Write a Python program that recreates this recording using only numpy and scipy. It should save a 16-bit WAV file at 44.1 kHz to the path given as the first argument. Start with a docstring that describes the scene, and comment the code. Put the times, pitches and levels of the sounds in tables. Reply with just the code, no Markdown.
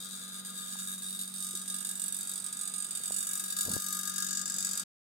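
"""An electric rotary-vane vacuum pump runs from the start while a hand-held microphone moves past it.
On every shaft turn two vanes slap and bounce, ringing the metal casing along with air hiss and a whirr;
the motor hums, and a low workshop background holds faint tones at the start and again after 2 s.
Short decaying swings make knocks on the microphone from 0.76 s; near 3.7 s they crowd together and a
rumble of filtered noise is a finger sliding. A short fade ends the sound at 4.84 s, then silence."""
import sys
import numpy as np
from scipy import signal
from scipy.fft import rfft, irfft, next_fast_len
from scipy.io import wavfile
from scipy.ndimage import uniform_filter1d

SR = 44100
rng = np.random.default_rng(int(sys.argv[2]) if len(sys.argv) > 2 else 0)


def to_wav(s):
    """Save 16-bit WAV."""
    ch = np.atleast_2d(s).T  # columns
    pcm = np.round(np.clip(ch, -1, 1) * 32767)  # PCM
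    wavfile.write(sys.argv[1], SR, pcm.astype(np.int16))


N = 223799

SHAFT_HZ, FIRST_SLAP_S = 47.155, .0027  # shaft turns per second, time of the first slap


def gain_of(db):
    """Turns decibels into a gain."""
    return 10 ** (np.asarray(db) / 20)


def evened(x):
    """Scales a sound to rms 1."""
    return x / np.sqrt(np.mean(x ** 2) + 1e-20)


def levelled(x, span_s=0.35):
    """Evens out loudness along a sliding span, to about rms 1."""
    size = int(span_s * SR)
    power = uniform_filter1d(uniform_filter1d(x ** 2, size), size)
    return x / np.sqrt(abs(power) + 1e-20)


def curves(rows):
    """Joins the points of a time table with straight lines: one curve for each column after the time."""
    s, *columns = np.transpose(rows)
    return np.array([np.interp(np.arange(N) / SR, s, column) for column in columns])


def colour(x, points):
    """Filters by a spectrum given as points in dB, joined over log frequency."""
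    points_hz, points_db = np.transpose(points)
    size = next_fast_len(x.shape[-1])
    hz = np.fft.rfftfreq(size, 1 / SR)
    filter_db = np.interp(np.log(hz + 1), np.log(points_hz + 1), points_db)
    return irfft(rfft(x, size) * gain_of(filter_db), size)[..., :x.shape[-1]]


def sides(balance_db):
    """Left and right gains for a balance in dB; above 0 the left is louder."""
    pair = gain_of([balance_db / 2, -balance_db / 2])
    return pair / pair.mean(0)


def pair_noise(same, size=N):
    """Two channels of white noise: unrelated when same is 0, identical when it is 1."""
    a, b = rng.standard_normal((2, size))
    same = np.clip(same, 0, 1)
    return np.array([a, same * a + np.sqrt(1 - same ** 2) * b])


def wander(span_s):
    """A slow random drift of rms 1, made by smoothing noise twice."""
    size = max(int(span_s * SR), 2)
    return evened(uniform_filter1d(uniform_filter1d(rng.standard_normal(N), size), size))


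def vanes(bounce_db=1.0, slip_ms=.06):
    """Clicks where two opposite vanes strike the wall and bounce, each time a little differently."""
    # a slap and its bounces: after_ms, level_db (only their relative size counts)
    bounces = [(0, 1), (1.7, -1), (4.7, -7), (8.3, -10), (11, -16.5)]
    # the opposite vane, half a turn later, settles: start_s, level_db against the first vane
    second_vane = [(0, -2), (.5, -0.5), (.9, -2), (1.3, -6), (2, -13.5), (4.9, -22)]
    # turns given a set slap strength, weak, ordinary or strong: time_s, level_db
    set_slaps = [(0.045, 1.5), (0.066, -2.5), (0.088, -1.5), (0.257, -5.5), (0.3, -5), (0.342, 1),
                 (0.406, -9), (0.427, -11.5), (0.512, -6.5), (0.533, -3), (0.575, 3), (0.724, 4),
                 (0.745, -2.5), (0.787, 4.5), (0.872, 3), (0.915, 2), (0.936, 1.5), (0.957, -6.5),
                 (0.978, -1), (0.999, -6), (1.084, 0.5), (1.105, 0.5), (1.148, 1.5), (1.169, -5.5),
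                 (1.19, 3.5), (1.211, 3.5), (1.254, -7), (1.296, -7.5), (1.318, -8.5), (1.424, 3.5),
                 (1.445, 2), (1.466, 2), (1.53, -3), (1.551, 4), (1.593, -2.5), (1.636, -8), (1.657, -5.5),
                 (1.678, 1), (1.699, 3), (1.72, -2), (1.742, 3), (1.805, -1.5), (1.826, -6), (1.848, 2.0),
                 (1.933, -7), (1.954, -2.5), (1.975, -5), (2.017, 1.5), (2.039, 1), (2.06, -1.5),
                 (2.081, 1), (2.102, -9.5), (2.123, 1), (2.251, -5), (2.272, 0.5), (2.293, 2.5),
                 (2.399, -3.5), (2.42, -7), (2.484, -4), (2.505, -10), (2.526, 2), (2.547, -7.5),
                 (2.569, 1), (2.611, 3.5), (2.675, 3), (2.696, -4), (2.717, -5), (2.738, 3), (2.781, 0.5),
                 (2.823, 1.5), (2.844, 1), (2.866, -6.5), (2.887, -6), (2.908, 1.5), (2.929, -7),
                 (2.993, -6.5), (3.014, -7), (3.099, -5.5), (3.12, 1.5), (3.247, -7), (3.311, -2),
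                 (3.417, -8.5), (3.459, -5), (3.481, -4), (3.544, -14.5), (3.587, 4), (3.608, 5.5),
                 (3.671, -2.5), (3.714, 2), (3.735, 4.5), (3.905, -3.5), (3.926, 2.5), (3.968, -1),
                 (4.011, -5), (4.117, -6.5), (4.138, -4), (4.159, -0.5), (4.181, 2.5), (4.223, 3),
                 (4.329, 0), (4.371, 3), (4.435, -10.5), (4.477, -2.5), (4.499, 1), (4.52, -2.5),
                 (4.563, -3), (4.584, 2), (4.732, -0.5), (4.753, -5), (4.774, 0.5), (4.795, -1),
                 (4.817, -12)]
    spread_db, port_slip_ms = 1.0, .014  # strength of all other slaps; arrival time at each port

    turns = np.arange(int(N / SR * SHAFT_HZ) - 1)
    strength_db = spread_db * rng.standard_normal(len(turns))
    set_s, set_db = np.transpose(set_slaps)
    set_turns = np.round((set_s - FIRST_SLAP_S) * SHAFT_HZ).astype(int)
    strength_db[set_turns] = set_db

    after_ms, fall_db = np.transpose(bounces)
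    second_db = np.interp(turns / SHAFT_HZ, *np.transpose(second_vane))
    clicks, first = np.zeros((2, 2, N))
    for late_turns, vane_db in ((0, 0.012), (.5, second_db)):
        slip, size = rng.standard_normal((2, len(turns), len(bounces)))
        slap_s = FIRST_SLAP_S + (turns[:, None] + late_turns) / SHAFT_HZ
        s = slap_s + (after_ms + slip_ms * slip) / 1000
        slap_gain = gain_of(strength_db + vane_db)
        blow = gain_of(fall_db + bounce_db * size)
        blow *= slap_gain[:, None] / np.linalg.norm(blow, axis=1)[:, None]  # bounces share one blow
        for port in clicks:  # each bounce lands elsewhere on the wall, so its path to each port differs
            port_s = s + port_slip_ms / 1000 * rng.standard_normal(s.shape)
            np.add.at(port, (port_s * SR).astype(int), blow)
        first[:, (s[:, 0] * SR).astype(int)] += slap_gain
    strength_curve_db = np.interp(np.arange(N) / SR * SHAFT_HZ, turns + 0.091, strength_db)
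    return evened(clicks), first, strength_curve_db


def casing(broad_db=-3, broad_t60=0.079, unlike=1.144, rise_ms=0.91):
    """Ring of the metal casing: fading sines plus dense noise, with other phases at each microphone port."""
    # clear modes of the casing: pitch_hz, width_hz (wider fades faster), level_db (relative)
    modes_table = [(1228.6, 13, -6), (1410, 12, -5), (1637, 16, -4.5), (1950, 180, -28.5),
                   (2600, 180, -32.5), (3230, 23, -25.5), (2828, 45, -27), (3412, 30, -20), (3603, 16, -8),
                   (3745, 34, -9), (4000, 110, -20), (4519, 36, -11.5), (4815, 48, -11.5), (5730, 17, -17),
                   (5970, 20, -12.5), (5890, 32, -13), (6520, 24, -10), (7064, 30, -2.5), (6790, 170, -8),
                   (7900, 14, -21), (8030, 19, -11), (7930, 41, 2), (8750, 47, -11), (8770, 57, -9),
                   (8576, 37, -0.5), (8530, 190, 0), (8880, 58, 1.5), (10260, 57, -18.5), (9340, 98, -23),
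                   (10084, 90, -7.5), (10640, 92, -10.5), (11540, 150, -7.5), (13800, 110, -16)]
    # the many small modes between them: pitch_hz, level_db_per_hz (relative)
    broad = [(900, -76), (1300, -37), (2200, -30.5), (3100, -33), (3700, -20), (4200, -45), (4600, -12.5),
             (6300, -18), (7000, -12), (8500, -14), (9600, -19), (12000, -19), (14000, -26), (16000, -22.5)]
    t = np.arange(8192) / SR
    hz, width, db = np.transpose(modes_table)[:, :, None]
    phase = rng.uniform(0, 2 * np.pi, hz.shape) + unlike * rng.standard_normal((2, *hz.shape))
    fading = gain_of(db) * width * np.exp(-np.pi * width * t)
    modes = (fading * np.sin(2 * np.pi * hz * t + phase)).sum(1)
    modes *= 1 - np.exp(-t * 1000 / rise_ms)
    dense = colour(pair_noise(0.028, size=len(t)) * gain_of(-60 * t / broad_t60), broad)
    return evened(modes) + gain_of(broad_db) * evened(dense)


def reflections(t60=0.23):
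    """Floor, car body and walls: one fading noise tail, the same for both ports."""
    t = np.arange(SR // 3) / SR
    tail = pair_noise(1.0, size=len(t)) * gain_of(-60 * t / t60) * (t > .003)
    return tail / np.linalg.norm(tail[0])


def crack(rise_ms=0.61, t60=.03):
    """Short bright burst of noise that each click sets off."""
    # colour of the burst: pitch_hz, level_db_per_hz (relative)
    burst_colour = [(2500, -50), (3200, -38), (3700, -10), (4200, -33), (4600, -11.5), (6000, -10.5),
                    (7000, -4.5), (8600, -1.5), (9600, -8), (12000, -12.5), (16000, -19)]
    t = np.arange(8192) / SR
    burst = pair_noise(0.35, size=len(t)) * gain_of(-60 * t / t60)
    burst = burst * (1 - np.exp(-t * 1000 / rise_ms))
    return evened(colour(burst, burst_colour))


def rung(first, modes, slow_db, turn=1, port_rad=1.39, rise_ms=1.7):
    """Each vane's first blow rings a pair of modes; turn=-1 starts them opposed, and phases differ by port."""
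    t = np.arange(SR // 4) / SR
    out = 0
    for k, ((hz, width, db), level_db) in enumerate(zip(modes, slow_db)):
        envelope = np.exp(-np.pi * width * t) * (1 - np.exp(-t * 1000 / rise_ms))
        ring = envelope * np.sin(2 * np.pi * hz * t + [[0], [port_rad]])
        sound = levelled(signal.oaconvolve(first, ring, axes=1)[:, :N])
        out = out + turn ** k * gain_of(db + level_db) * sound
    return out


def by_move(rows):
    """One curve per band: its mean plus its share of each motion of the microphone."""
    # the moving microphone: start_s, nearness_db, lean_to_left_db, top_treble_lift_db
    move = [(0, -2, 5, 0), (.4, -2.5, 3.5, 0.5), (.8, -1, 1, 1), (1.2, -1.5, -1, 3),
            (1.6, -0.76, -0.5, 0.5), (2.0, -0.5, -4, 2), (2.4, -1.1, -1.5, 1), (2.8, -1.53, -3, 0),
            (3.2, 1, -3.5, 1), (3.6, 2.5, 0, 1), (4.0, 2.5, 2.5, 1), (4.4, 2.5, 4.5, -6),
            (4.8, 2.5, 0.5, -2)]
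    rows = np.array(rows)
    return rows[:, :1] + rows[:, 1:] @ curves(move)


def pump(hiss_db=-14, follow=0.79, wet_db=-12, spot_s=0.3021, count=8):
    """Clicks, air hiss and whirr ring the casing; the microphone's motion shifts each band separately."""
    # bearings and oil whirr whatever the vanes do: pitch_hz, level_db against the slaps
    whirr = [(900, -7), (2000, -5), (3000, 0), (3700, -5), (5000, -10), (6800, -9), (7600, -20),
             (9500, -16), (12000, -9), (16000, -7)]
    # crack at each blow, plainer when the microphone faces the pump: start_s, level_db before band levelling
    crack_db = [(0, -7.5), (1.2, -16.5), (2, -5.5), (3, -10), (3.8, -11.5), (4.2, 0.5), (4.8, -3)]
    # dips where casing modes cancel, and one small lift: pitch_hz, width_hz, level_db
    hollows = [(2200, 140, -1), (3540, 380, -9.5), (4182, 128, -14.5), (5360, 70, -7), (6730, 240, 2),
               (7400, 120, -5.5)]
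    # where one frequency band meets the next: pitch_hz
    band_edges = [1000, 2200, 3150, 4250, 7300, 8150, 9700, 22000]
    # level of each band: mean_db, then db per db of nearness, lean and lift
    band_levels = [(-57.5, 2.33, 0.47, 0.44), (-63.5, 1.47, -0.51, -0.14), (-51, 0.23, 0.32, 0.28),
                   (-46.5, 1.86, -0.11, -0.66), (-47.5, 2.5, -0.61, -0.53), (-42, 0.61, -1.02, -0.04),
                   (-45.5, 1.98, -0.13, 1)]
    # left-right balance of each band: mean_db, then db per db of nearness, lean and lift
    band_balances = [(2.5, -0.5, 0.37, 0.26), (1.1, -0.2, 1, 0.52), (2.5, -0.46, 0.18, 0.15),
                     (3.5, 0.54, 0.46, 0.29), (0.5, -1, 1.1, 0.18), (-5, 1.25, 0.77, .05),
                     (2.5, 0.85, 0.51, 1)]
    # two low ringing tones of the casing, struck by each first blow:
    # pitch_hz, width_hz, level_db against their band
    low_tones = [(1236, 6.8, 0), (1637, 11, -3.5)]
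    # added level of these two tones as the microphone moves: start_s, lower_db, upper_db
    low_tones_db = [(0, -5, -1), (.6, 2, 2.5), (1.1, -7.5, 1), (1.45, -9, -1), (1.7, 1.5, -1),
                    (1.9, -2.5, 1), (2.3, -3.5, 2.5), (2.42, 0.5, 2), (2.65, 4.5, -4), (2.88, 2, -6),
                    (3.0, -12, -18), (3.3, -0.5, 1), (3.7, -0.5, 2), (4.2, -1.5, 2), (4.8, -4, 2.5)]
    # close bright modes that start opposed and swell just after a slap:
    # pitch_hz, width_hz, level_db against their band
    bright_pair = [(3596, 27, -5.5), (3739, 40, -8.5)]

    clicks, first, strength_db = vanes()
    direct = clicks * gain_of(curves(crack_db))
    hiss = gain_of(hiss_db + follow * strength_db) * pair_noise(0.29)  # stronger slaps, louder hiss
    drive = clicks + hiss + colour(pair_noise(0.92), whirr)

    size, place = next_fast_len(N + SR), np.arange(N) / SR / spot_s
    spectrum = 0
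    for k in range(count):  # smooth crossfades between listening spots, which come round in a cycle
        away = (place - k + count / 2) % count - count / 2
        share = np.cos(np.pi / 2 * np.clip(away, -1, 1))
        path = rfft(casing(), size) * (1 + gain_of(wet_db) * rfft(reflections(), size))
        spectrum = spectrum + rfft(drive * share, size) * path
        spectrum = spectrum + rfft(direct * share, size) * rfft(crack(), size)

    hz = np.fft.rfftfreq(size, 1 / SR)
    spectrum *= gain_of(sum(db * np.exp(-((hz - f) / width) ** 2) for f, width, db in hollows))
    above = [1 / (1 + (edge / (hz + 1)) ** 40) for edge in band_edges]  # steep filter edges
    bands = []
    for low, high in zip(above, above[1:]):
        bands.append(levelled(irfft(spectrum * (low - high), size)[:, :N]))
    bands[0] = bands[0] + rung(first, low_tones, curves(low_tones_db))
    bands[2] = bands[2] + rung(first, bright_pair, [0, 0], turn=-1)

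    levels, balances = by_move(band_levels), by_move(band_balances)
    return sum(band * gain_of(level_db) * sides(balance_db)
               for band, level_db, balance_db in zip(bands, levels, balances))


def motor(waver_db=1.0, waver_rad=0.058):
    """Motor hum: sines at whole multiples of the shaft speed, wavering a little in level and phase."""
    # overall hum: start_s, level_db, left_right_db
    hum = [(0, -57, -6), (.7, -54.5, -7), (1.2, -54, 1.5), (1.8, -57, 3), (2.3, -59, -0.5),
           (2.8, -62.5, -2.5), (3.5, -58.5, 0.5), (3.8, -56.5, 0.5), (3.97, -54.5, -3), (4.83, -56, 1.5)]
    # each sine: shaft_order (multiple of the shaft speed), level_db against the overall hum
    orders = [(2, -23.5), (3, -23), (4, 1), (5, -12), (6, -21), (7, -33.5)]
    level_db, balance_db = curves(hum)
    turn, out = 2 * np.pi * SHAFT_HZ * np.arange(N) / SR, np.zeros(N)
    for k, db in orders:
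        start = rng.uniform(0, 2 * np.pi)
        level = gain_of(db + waver_db * wander(0.04))
        out += level * np.sin(round(k) * turn + waver_rad * wander(0.17) + start)
    return np.sqrt(2) * out * gain_of(level_db) * sides(balance_db)


def workshop():
    """Low background of coloured noise, with faint wavering tones that come and go."""
    # faint tones in the workshop: pitch_hz, full_from_s, full_to_s, level_db
    far_tones = [(490, 0, .7, -72), (908, 2.0, 2.6, -72.5), (806, 2.0, 3.0, -78)]
    # background level: start_s, level_db
    room_db = [(0, -59), (1.4, -61), (1.8, -59), (2.8, -58.5), (3.1, -57), (3.5, -58), (4.2, -59.5),
               (4.83, -55)]
    # background colour: pitch_hz, level_db_per_hz (relative)
    room = [(15, -67), (25, -24.5), (129, -13.5), (189, -1.5), (331, -14), (1070, -18.5), (1250, -9.5),
            (1670, -16.5), (1910, -18), (2500, -22), (3250, -43.5), (5500, -120)]
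    t = np.arange(N) / SR
    tones = np.zeros(N)
    for hz, full_from, full_to, db in far_tones:
        level = gain_of(db + wander(0.076))
        fade = np.clip(np.minimum(t - full_from, full_to - t) / 0.65 + 1, 0, 1)  # 0.65 s in and out
        tones += level * fade * np.sin(2 * np.pi * hz * t + .5 * wander(0.08))
    noise = evened(colour(pair_noise(0.67), room))
    return gain_of(curves(room_db)) * noise * sides(0.6)[:, None] + tones


def handling():
    """Knocks are short swings of the membrane; a finger's slide is a low rumble of noise."""
    # knocks on the microphone body: start_s (of the peak), level_db before the body's filter, pitch_hz,
    # length_ms, left_right_db, push (about 1) or pull (-1)
    knocks = [(0.756, -41.5, 890, 2.5, 4, 0.92), (1.539, -44, 353, 3.9, 3, 1),
              (1.550, -43.5, 342, 6.2, -2, 1), (3.005, -45, 424, 1.4, 13, 1),
              (3.1072, -30.5, 634, 1.6, 21, 0.94), (3.6808, -28.5, 250, 2, 1, -1),
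              (3.6867, -27.5, 250, 1, 5, 0.88), (3.6907, -31, 250, 1.4, 2.5, 0.88),
              (3.7028, -30, 200, 4.5, -0.5, -1), (3.7101, -30.5, 190, 5, 0, 1),
              (3.7370, -31.5, 170, 5.4, 4.5, 1), (3.766, -22, 150, .8, 35.5, 1)]
    # a finger slides on the body: start_s, level_db
    rub = [(3.65, -53), (3.69, -49), (3.745, -49), (3.785, -56)]
    # colour of the slide: pitch_hz, level_db_per_hz (relative)
    rub_colour = [(18, -48), (30, -18.5), (85, -8.5), (210, -9), (296, -10.5), (584, -17), (1100, -22),
                  (1430, -66), (2420, -120)]
    out, u = np.zeros((2, N)), np.arange(-300, 300) / SR
    for s, db, hz, ms, balance_db, push in knocks:
        length = ms * np.where(u < 0, .3, 1)  # the rise is quicker than the fall
        swing = push * np.exp(-(u * 1000 / length) ** 2) * np.cos(2 * np.pi * hz * u)
        start = round(s * SR) - 300
        out[:, start:][:, :len(u)] += gain_of(db) * sides(balance_db)[:, None] * swing
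    out = colour(out, [(30, -36), (90, 2.5), (150, -4.0), (2000, -3.5)])  # the body passes no slow push
    t = np.arange(N) / SR
    during = (t > rub[0][0]) & (t < rub[-1][0])
    slide = evened(colour(pair_noise(0.72), rub_colour)) * gain_of(curves(rub))
    return out + slide * uniform_filter1d(during * 1., 400)


def scene():
    """Adds up pump, motor, workshop and hands."""
    return pump() + motor() + workshop() + handling()


def record(dry):
    """Stops the sound with a short fade, then cuts the highest treble."""
    end_s, fade_s, edge_hz = 4.838, 0.00376, 15800
    fade = np.clip((end_s - np.arange(N) / SR) / fade_s, 0, 1)
    low_pass = signal.firwin(255, edge_hz, window=("kaiser", 9), fs=SR)
    return signal.oaconvolve(dry * fade, low_pass[None], "same")


dry = scene()
out = record(dry)
to_wav(out)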